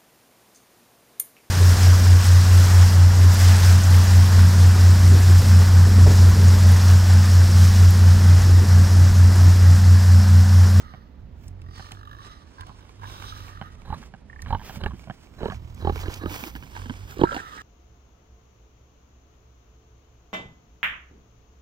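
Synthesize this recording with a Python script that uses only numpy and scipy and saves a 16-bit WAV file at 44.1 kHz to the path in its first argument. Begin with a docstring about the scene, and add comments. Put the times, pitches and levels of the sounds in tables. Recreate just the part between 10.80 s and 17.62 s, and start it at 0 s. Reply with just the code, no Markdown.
"""A snowy pen in winter, two pigs, a pair of microphones. The near pig, right at the microphones, gives short
grunts of a few slow vocal pulses, snorts, loose pulses around its grunts and hissing snuffles; pulses ring its
throat, snout and chest, and shaped noise makes its breath. A second pig, off to the right, drones long low
grunts, creaks and breathes through gliding resonances. Snow crunches in filtered bursts, grunts push air on the
microphones, and the background is quiet coloured noise."""
import sys
import numpy as np
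from scipy import signal
from scipy.fft import rfft, irfft, next_fast_len
from scipy.io import wavfile
from scipy.ndimage import uniform_filter1d, map_coordinates

SR = 44100
rng = np.random.default_rng(int(sys.argv[2]) if len(sys.argv) > 2 else 0)


def gain_from_db(level_db):
    """Turn a decibel level (scalar or array-like) into a linear amplitude factor."""
    decades = np.asarray(level_db, float) / 20
    return 10 ** decades


def unload_wav(signal):
    """Save mono or channel-first audio to the path in sys.argv[1] as 16-bit WAV at rate SR, clipped to [-1, 1]."""
    wavfile.write(
        sys.argv[1],
        SR,
        np.round(np.clip(np.atleast_2d(signal).T, -1, 1) * 32767).astype(np.int16),
    )


N = 300762
T = np.arange(N) / SR


def unit(x):
    """Scaled to rms 1."""
    return x / np.sqrt(np.mean(x ** 2) + 1e-20)


def along(points, hz, axis=1):
    """One column of (f/Hz, ..) points, read on a log frequency axis."""
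    p = np.array(points, float)
    return np.interp(np.log(hz + 1), np.log(p[:, 0] + 1), p[:, axis])


def curves(spans, quiet):
    """One value per sample for each column; between spans each column takes its quiet value."""
    rows = []
    for span in spans:
        rows += [(span[0][0] - .02, *quiet), *span, (span[-1][0] + .022, *quiet)]
    s, *cols = np.transpose(rows)
    return [np.interp(T, s, c) for c in cols]


def bursts(rows, rise, fall):
    """One gain per sample for each dB column: bursts rise, hold and fall (dB per s) and add in power."""
    s, hold, *cols = np.array(rows, float).T[:, :, None]
    t = T[::32]
    away = rise * np.maximum(s - t, 0) + fall * np.maximum(t - s - hold, 0)
    return [np.interp(T, t, np.sqrt(np.sum(gain_from_db(db - away) ** 2, axis=0))) for db in cols]


def wobble(rate):
    """A smooth random curve, rate knots a second."""
    return map_coordinates(rng.standard_normal(int(N * rate / SR) + 4), [T * rate])


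def filtered(x, response):
    """x passed through a complex response of frequency."""
    m = next_fast_len(N + SR // 4)
    return irfft(rfft(x, m) * response(np.fft.rfftfreq(m, 1 / SR)), m)[..., :N]


def noise(spectrum):
    """Coloured noise of rms 1."""
    return unit(filtered(rng.standard_normal(N), lambda hz: gain_from_db(along(spectrum, hz))))


def tract(modes):
    """Causal response of (f/Hz, width/Hz, level/dB) resonances, of alternating sign."""
    def response(f):
        total = 0
        for k, (centre, width, db) in enumerate(modes):
            damping = 1j * f * width
            total = total + (-1) ** k * gain_from_db(db) * damping / (centre * centre - f * f + damping)
        return total
    return response


def moving(x, hz, width_hz):
    """A resonance whose centre follows hz: shift down, smooth, shift back."""
    turn = np.exp(2j * np.pi * np.cumsum(hz + 0 * T) / SR)
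    keep = np.exp(-np.pi * width_hz / SR)
    return 2 * np.real(turn * signal.lfilter([1 - keep], [1, -keep], x / turn))


def placed(x, lag, alike, other=0):
    """The left port hears the source lag samples late; other is what reaches it by another path."""
    late = x[np.clip(np.arange(N) - np.round(lag).astype(int), 0, N - 1)]
    return np.array([alike * late + np.sqrt(1 - min(alike, 1) ** 2) * other, x])


def add(x, s, sound):
    """Mix a sound in at time s."""
    i = round(s * SR)
    x[i:i + len(sound)] += sound[:len(x) - i]


def pulse(modes, chest_db, chest_hz, chest_t60, draw, torn=.65):
    """One snap of the vocal folds: low modes glide up as they close, turbulence tears the high ones most."""
    t = np.arange(SR // 16) / SR
    glide = .0007 * (1 - np.exp(-t / .006))  # time lost while the folds are still open
    reopen = np.exp(-(t / .017) ** 4)  # the folds part again and damp the ring
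    chest = np.sin(2 * np.pi * chest_hz * t - 1.1) * (1 - np.exp(-t / .0038))
    x = gain_from_db(chest_db - 60 * t / chest_t60) * chest
    for (hz, db, t60), z in zip(modes, draw):
        swirl = signal.lfilter([1], [1, -.97], rng.standard_normal(len(t)))
        swirl = unit(uniform_filter1d(swirl, size=24))
        phase = 2 * np.pi * hz * (1 + .045 * z) * (t - glide * (hz < 1250))
        ring = np.sin(phase + torn * swirl * (.16 * hz / 1000 + .2))
        scatter_db = 2.5 if hz > 1250 else .5
        onset = (1 - np.exp(-t * hz / .85)) ** 2
        x -= gain_from_db(db + scatter_db * z - 60 * t / t60) * ring * onset * reopen
    return x


# near pig's grunts, timed at the main pulse: (t/s, pulse rate f/Hz, fade to the next pulse/dB,
# throat level/dB and f/Hz, snout level/dB and f/Hz, rasp level/dB, chest level/dB,
# snout glide per pulse as a fraction of its f); the voice trims these levels
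GRUNTS = [(3.125, 42.6, 26, -64, 500, -24.5, 900, -38.5, -12.5, 0.01),
          (3.726, 46.44, -1, -41.5, 426, -19, 864, -30, -9, 0),
          (4.0605, 42.2, 46, -31, 406, -29.5, 820, -21.5, -9, 0),
          (4.656, 39.1, 8, -24, 452, -27, 1050, -30, -14.5, 0.15),
          (5.071, 42.3, -0.5, -23.5, 388, -19, 884.4, -32, -9, 0),
          (5.281, 42.9, 31, -31, 351, -67, 846.6, -29, -13.5, 0),
          (5.458, 44.2, 40, -24.5, 353.6, -31, 1267, -29.5, -22.5, .05),
          (6.435, 45.45, 31, -10, 356, -14.5, 862, -24, -13, 0),
          (6.564, 50.6, 35, -28.5, 290, -27, 810, -21, -31, 0.15)]
# near pig's snorts and loose pulses around its grunts:
# (t/s, snout level/dB, snout f/Hz, chest level/dB re snout, rasp level/dB re snout)
SNORTS = [(0.137, -36, 760, 7, -1), (0.995, -32.5, 860, -4.5, -2.5), (1.116, -38.5, 820, 3, -24),
          (1.893, -34.5, 1100, 0, -11), (2.233, -35, 1080, -31, -1), (2.813, -27, 812, 2, -0.5),
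          (3.227, -39.5, 1170, -28, 0), (3.338, -35.5, 826, 3.5, -2.5), (3.66, -32.5, 1210, -19, -1),
          (3.795, -36.5, 990, -1.5, -3), (3.814, -34.5, 1000, -6, -9), (3.895, -28.5, 890, -2.5, -5),
          (3.969, -41.5, 597, 19, -15), (4.108, -31.5, 1130, -13, -12), (4.134, -38.5, 350, 15, -6),
          (4.272, -34.5, 720, 5, -8), (4.298, -25.5, 783, 3, -5), (4.614, -23.5, 448, -7, -14),
          (4.632, -18.5, 520, -3, -30), (4.699, -29.5, 1160, 7.5, 0.5), (4.71, -25, 1210, -5.5, -14),
          (4.721, -29, 714, 1, -7), (5.158, -29, 450, -30, -0.5), (5.506, -31.5, 330, -18, -1),
          (5.627, -28.5, 280, -25, -28), (5.661, -31.5, 320, -20, -19), (5.752, -30, 276, -0.5, 1.5),
          (5.825, -36, 292, 0.5, 3), (5.964, -29.5, 944, -17, 2.5), (6.057, -30, 284, -22, -4),
          (6.096, -22, 281, -1.5, -4), (6.518, -23.5, 564, -17, -6)]
# upper snout modes: (f/Hz, level/dB re rasp, 60 dB decay/s before the folds reopen)
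RASP = [(1560, -3, .019), (2100, -9, .012), (3000, -6, .022), (4300, -17, .015)]


def near_voice():
    """Fold pulses swell to each grunt's main pulse and soon stop; a snort or loose pulse has a weaker flap."""
    x = np.zeros(N)
    for s, rate_hz, fade, db, hz, snout_db, snout_hz, rasp_db, chest_db, glide in GRUNTS:
        for k in range(-3, 3):
            # the snout rings 6 dB less for each pulse away from the main one
            modes = [(hz, db + 12, .028), (.487 * hz, db + 8, .035),
                     (snout_hz * (1 + glide * k), snout_db - 6 * abs(k), .09),
                     (1.305 * hz, db + 9, .02), (1.281 * snout_hz, snout_db - 8, .035)]
            modes += [(f, g + rasp_db, t60) for f, g, t60 in RASP]
            # a growing swell before; the second pulse after is 20 dB weaker again
            drop = 3.5 * (-k) ** 1.9 if k < 0 else fade * min(k, 1) + 20 * (k > 1)
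            voiced = pulse(modes, chest_db + .12 * drop, 72, .029, rng.standard_normal(9), torn=.9)
            add(x, s + k / rate_hz, gain_from_db(-drop) * voiced)
            # broad crack as the folds meet
            crack = uniform_filter1d(rng.standard_normal(600), size=9)
            add(x, s + k / rate_hz, gain_from_db(rasp_db - 13 - drop - 60 * T[:600] / .004) * crack)
    for s, db, hz, chest, rasp in SNORTS:
        modes = [(hz, 0, 18 / hz), (1000, rasp / 2 - 4, .016)]  # snout and mouth
        modes += [(f, g + rasp - 6 * (f > 2500), t60) for f, g, t60 in RASP]
        for late_s, flap_db in (0, 0), (.009, -3):
            snort = pulse(modes, chest, 160, .048, rng.standard_normal(6), torn=1)
            add(x, s + late_s, gain_from_db(db + flap_db) * snort)
    return x + spray()


def spray():
    """Wet breathy spray through each grunt, around its main pulse: noise in mouth resonances, one wandering."""
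    wet, = bursts([(s - 2 / rate_hz, 3 / rate_hz, -50.5) for s, rate_hz, *_ in GRUNTS], 500, 500)
    mouth = tract([(489.8, 323, 7), (1700, 170, 7), (3950, 200, 7)])
    x = filtered(rng.standard_normal(N), lambda f: mouth(f) / (1 + 1j * f / 4000) ** 2)
    # the wet mouth keeps changing shape
    x += gain_from_db(11) * moving(rng.standard_normal(N), 1000 + 130 * wobble(18), 110)
    return wet * gain_from_db(4.5 * wobble(90)) * unit(x)


# near pig's snuffles: (t/s, hold/s, hiss level/dB, top fizz level/dB)
SNUFFLES = [(0, 0.018, -56.5, -93), (.64, 0.035, -62.5, -73), (.97, 0.17, -60, -77),
            (1.46, 0.018, -60, -101), (1.81, 0.18, -68.5, -93), (2.28, 0.41, -56, -68.5),
            (3.22, 0.04, -56, -78), (3.62, 0.01, -63.5, -80), (3.86, 0.099, -48.5, -59.5),
            (4.2, 0.012, -59, -74), (4.68, 0.079, -58, -76), (5.01, 0.053, -56.5, -69),
            (5.18, 0.032, -45, -55.5), (5.31, 0.074, -48.5, -59.5), (5.52, 0.16, -45.5, -52),
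            (5.76, 0.0037, -53.5, -58), (5.94, 0.2, -55.5, -80), (6.31, 0.033, -52, -59.5),
            (6.545, 0.061, -50.5, -74)]
# its breathing between snuffles: (t/s, hiss level/dB, top fizz level/dB)
RESTING = [(0, -87, -86), (2.2, -63, -103), (2.8, -64, -95), (3.5, -73.5, -105), (3.8, -62.5, -86),
           (5, -64.5, -77), (5.8, -58, -67.5), (6.82, -56, -83)]
# colour of the hiss: (f/Hz, level/dB per Hz)
HISS = [(200, -1.5), (380, 0), (600, -5.5), (1000, -2.5), (1800, -6), (3250, -6.5), (4000, -13),
        (4950, -9.5), (6500, -12.5), (9500, -20.5), (11000, -31)]
# colour of the finest fizz: (f/Hz, level/dB per Hz)
FIZZ = [(10300, -30), (11500, -3), (15300, 0), (15800, -5)]
# resonances of the wet clicks in the snout: (f/Hz, width f/Hz, level/dB)
SMACK = [(900, 370, 6), (1390, 660, -24), (2270, 180, 7.5)]


def snuffle(lag):
    """Air through the nostrils: fluttering noise with wet clicks; the finest fizz differs port to port."""
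    active = bursts(SNUFFLES, 230, 420)
    hiss, top = np.hypot(active, gain_from_db(curves([RESTING], (-90, -95))))
    flutter_db = 2.2 * wobble(30) + 1.5 * wobble(150)
    jet = placed(noise(HISS), lag, .8, noise(HISS))
    smacks_per_s, smack_db = 45, -6  # on average; level re the hiss
    ticks = (rng.random(N) < smacks_per_s / SR) * rng.standard_normal(N)
    clicks = unit(filtered(ticks, lambda f: tract(SMACK)(f) / (1 + 1j * f / 6000)))
    jet = jet + gain_from_db(smack_db) * placed(clicks, lag, .21)
    port_db = np.array([[1.5], [-1.5]])  # left, right
    fizz = gain_from_db(.35 * flutter_db + port_db) * placed(noise(FIZZ), lag, .08, noise(FIZZ))
    return hiss * gain_from_db(flutter_db) * jet + top * fizz


def train(rate, jitter, scatter_db):
    """Pulses where the running count of cycles passes whole numbers; every second one is weaker."""
    cycles = np.cumsum(rate * (1 + jitter * wobble(40))) / SR
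    at = np.flatnonzero(np.diff(np.floor(cycles)))
    x = np.zeros(N)
    x[at] = gain_from_db(scatter_db * rng.standard_normal(len(at)) - 1.5 * (np.arange(len(at)) % 2))
    return x


# long grunts of the pig on the right, one list each: (t/s, pulse rate f/Hz, chest level/dB, snout level/dB)
DRONES = [
    [(.504, 46.6, -52, -81), (.629, 47, -59, -79), (.678, 45.3, -44.5, -77), (.918, 44, -41, -57.5),
     (1.167, 48, -48, -54), (1.4, 53.3, -55, -53), (1.5, 50, -55, -90), (1.746, 36, -62, -65)],
    [(1.8, 46.6, -46, -77), (1.88, 51.5, -58.5, -78), (2.03, 49, -52, -56.5), (2.11, 43, -54.5, -65)],
    [(2.15, 50, -54, -81), (2.23, 49.5, -48.5, -52), (2.809, 48.4, -50, -55), (2.948, 43, -58, -70)],
    [(4.754, 38, -39, -58), (4.994, 40.5, -41, -69), (5.088, 40, -28.5, -45), (5.318, 49, -46, -69),
     (5.468, 43.5, -36, -66), (5.617, 60, -52, -68)],
    [(5.882, 58, -74, -89), (5.961, 47, -45.5, -44), (6.221, 47.7, -44, -77), (6.33, 42, -50, -47)],
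]
# its creaks with an open snout: (first t/s, gap t/s, pulses, level/dB, lower f/Hz, lower level/dB re upper,
# upper f/Hz, hoarseness as a plain factor)
CREAKS = [(1.782, .0125, 5, -42, 1080, 3, 1600, .8), (1.866, .016, 4, -44, 800, 0, 1150, 1.2),
          (2.22, .011, 4, -42, 1020, 3, 1620, .8), (2.265, .0195, 7, -47, 950, 2, 1500, 1.1),
          (3.498, .0312, 5, -39, 1150, -8, 1800, .65), (6.452, .0187, 5, -29, 1350, 2, 1570, .15),
          (6.578, .0105, 3, -35, 1600, 2, 1780, .3), (6.776, .009, 4, -42, 1700, 2, 1850, .3)]
# its breaths: (t/s, hold/s, snout level/dB, nostril level/dB)
FAR_BREATHS = [(0, 0.1, -56, -69), (.98, 0.018, -58, -55), (1.43, 0.082, -54.5, -60),
               (1.8, 0.083, -59, -66), (2.3, 0.27, -58.5, -55), (2.68, 0.2, -57.5, -78),
               (6.53, 0.17, -49.5, -77), (6.62, 0.2, -50, -65)]
# shape of its snout, about which the resonances waver: (t/s, lower f/Hz, upper f/Hz)
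FAR_SHAPE = [(0, 1260, 2020), (.9, 1120, 1880), (1.3, 1199, 1720), (1.42, 1130, 1790), (1.49, 1217, 2010),
             (1.85, 1030, 1540), (2.3, 1060, 1560), (2.5, 1174, 1632), (2.9, 1240, 1940), (4.8, 980, 1250),
             (5.97, 930, 1590), (6.3, 1410, 1620), (6.62, 1290, 1800), (6.69, 1250, 1970),
             (6.74, 1206, 1800), (6.79, 1270, 1860)]
# its snout resonances, lower, upper and two more: (width f/Hz, level/dB)
FAR_SNOUT = [(70, 10), (190, -4), (400, -22), (300, -21)]
# its chest resonances: (f/Hz, width f/Hz, level/dB)
FAR_CHEST = [(52, 29.7, 0.5), (102.3, 18, 5), (330, 40, -23.5)]
# colour of the air in its nostrils: (f/Hz, level/dB per Hz)
NOSTRILS = [(2000, -6), (3000, 20), (3600, 17), (4150, 10), (5500, 20.5), (7300, 1.5), (9500, 8),
            (11000, -40)]


def far_pig():
    """Slow pulses boom in the chest and rattle in the snout; breath sounds the same snout and the nostrils."""
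    rate, chest_db, snout_db = curves(DRONES, (47, -80, -90))
    beats = train(rate, jitter=.04, scatter_db=1.6)
    s, *shape_hz = np.transpose(FAR_SHAPE)
    paths = [np.interp(T, s, c) for c in shape_hz] + [2800, 3910]
    centres = [hz * (1 + .02 * wobble(9)) for hz in paths]

    def snout(x):
        """The four wavering resonances, scaled to rms 1."""
        edge = uniform_filter1d(np.diff(x, prepend=0), size=5)
        return unit(sum((-1) ** k * gain_from_db(db) * moving(edge, hz, width)
                        for k, (hz, (width, db)) in enumerate(zip(centres, FAR_SNOUT))))

    puffs = signal.fftconvolve(beats, gain_from_db(-60 * T[:800] / .035))[:N] * rng.standard_normal(N)
    boom = unit(filtered(beats, lambda f: tract(FAR_CHEST)(f) * f / (f + 25)))
    voice = gain_from_db(chest_db + 2.7 * wobble(13)) * boom
    voice += gain_from_db(snout_db + 1.2 * wobble(30)) * snout(beats + .6 * puffs)
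    for first, gap, count, db, low_hz, low_db, high_hz, hoarse in CREAKS:
        modes = [(low_hz, low_db, .07 - .03 * hoarse), (high_hz, 0, .048 - .02 * hoarse)]
        for k in range(int(count)):
            creak = pulse(modes, -30, 90, .03, .7 * hoarse * rng.standard_normal(2), torn=hoarse)
            add(voice, first + k * gap, gain_from_db(db) * creak)

    airy, nostrils = bursts(FAR_BREATHS, 183, 79)
    rasp = gain_from_db(2.2 * wobble(40))
    whistle_hz = 4150 + 250 * wobble(6)  # the nostrils narrow and widen

    def breath():
        """One independent draw of the breath."""
        hiss = noise(NOSTRILS)
        whistle = unit(hiss + 5 * moving(hiss, whistle_hz, 260))
        return airy * rasp * snout(rng.standard_normal(N)) + nostrils * rasp * whistle

    lag = 20  # samples the left port lags
    return placed(voice, lag, 1) + placed(breath(), lag, .78, breath())


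# snow crunches: (t/s, level/dB, f/Hz)
CRUNCH = [(0.68, -34.5, 6860), (0.816, -32, 2630), (1.1175, -16.5, 2540), (1.808, -22.5, 2630),
          (1.867, -30.5, 2920), (3.619, -23.5, 4850), (4.945, -37.5, 7160), (5.3393, -18, 4300),
          (6.383, -26, 2800), (6.5465, -21, 3100)]


def snow():
    """Short bright crunches: noise bursts rung by a broad resonance for a few cycles each."""
    x, t = np.zeros(N), T[:900]
    for s, db, hz in CRUNCH:
        crack = gain_from_db(-60 * t / .016) * (1 - np.exp(-t / .002)) * rng.standard_normal(len(t))
        add(x, s, gain_from_db(db) * signal.lfilter(*signal.iirpeak(hz, 1.9, SR), crack))
    return x


# colour of the air pushed onto the microphone: (f/Hz, level/dB per Hz)
PUSH = [(12, -64), (28, 6.5), (42, -9), (60, 9), (110, -3.5), (250, -9.5), (500, -89)]


def buffet():
    """Moving air on the microphone: low noise; every grunt pushes it with the strength of its chest."""
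    late_s, push_db = .0022, -26  # after the main pulse; re the grunt's chest
    push, = bursts([(row[0] + late_s, 0, row[-2] + push_db) for row in GRUNTS], 118, 110)
    return np.hypot(push, gain_from_db(-52.5 + 3 * wobble(4))) * noise(PUSH)


# colour of the winter air: (f/Hz, level/dB per Hz)
AIR = [(18, -52), (30, 6.5), (197, -1.5), (270, 3), (808, -8.5), (970, -9.5), (1050, -13.5), (2490, -20.5),
       (4420, -26.5), (6890, -35.5), (15500, -120)]
# how alike the air is at the two ports: (f/Hz, left-right likeness 0-1)
AIR_ALIKE = [(100, 1), (500, 0.27), (1500, 0.76), (6000, 0.032)]


def air():
    """Quiet winter air: mid and side noise, mixed so the ports are most alike in the bass."""
    pair = np.array([noise(AIR), noise(AIR)])

    def shares(hz):
        """Mid and side gains that give the wanted likeness."""
        turn = np.arccos(np.clip(along(AIR_ALIKE, hz), 0, 1)) / 2
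        return np.array([np.cos(turn), np.sin(turn)])

    mid, side = filtered(pair, shares)
    return gain_from_db(-59.5 + .11 * wobble(5.5)) * np.array([mid + side, mid - side])


# drift of the near pig, in the end further right: (t/s, samples the left port lags)
NEAR_LAG = [(0, 5.67), (3.9, 3.4), (5.05, 7.8), (5.6, 9), (6.5, 10.9)]


def scene():
    """All sources as at the two ports; near sounds also scatter off fence and ground in a decaying tail."""
    lag = np.interp(T, *np.transpose(NEAR_LAG))
    close = near_voice() + snow() + buffet()
    tail = gain_from_db(-60 * T[:3000] / .15) * rng.standard_normal(3000)
    scatter = signal.fftconvolve(close, tail)[:N]
    scatter = gain_from_db(-48) * np.array([scatter, -scatter])
    return placed(close, lag, .92) + scatter + snuffle(lag) + far_pig() + air()


# left microphone against the right: (f/Hz, level/dB, phase/radians)
LEFT_MIC = [(30, -3.5, -.25), (100, -5.5, -.22), (400, -6.3, -.05), (2000, -5.5, 0), (5000, -4, 0),
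            (9000, -1, 0), (14000, 0, 0)]


def band_limit(x):
    """A steep low-pass at the top of the band."""
    return signal.sosfilt(signal.butter(12, 16580, fs=SR, output="sos"), x)


def record(dry):
    """The left microphone is weaker and its bass lags; both are raised 6 dB and cut above 15830 Hz."""
    def left_mic(hz):
        """Gain and phase of the left microphone."""
        return gain_from_db(along(LEFT_MIC, hz)) * np.exp(1j * along(LEFT_MIC, hz, axis=2))

    left = filtered(dry[0], left_mic)
    mix = filtered(gain_from_db(6) * np.array([left, dry[1]]), lambda hz: hz < 15830)
    return band_limit(mix)


dry = scene()
out = record(dry)
unload_wav(out)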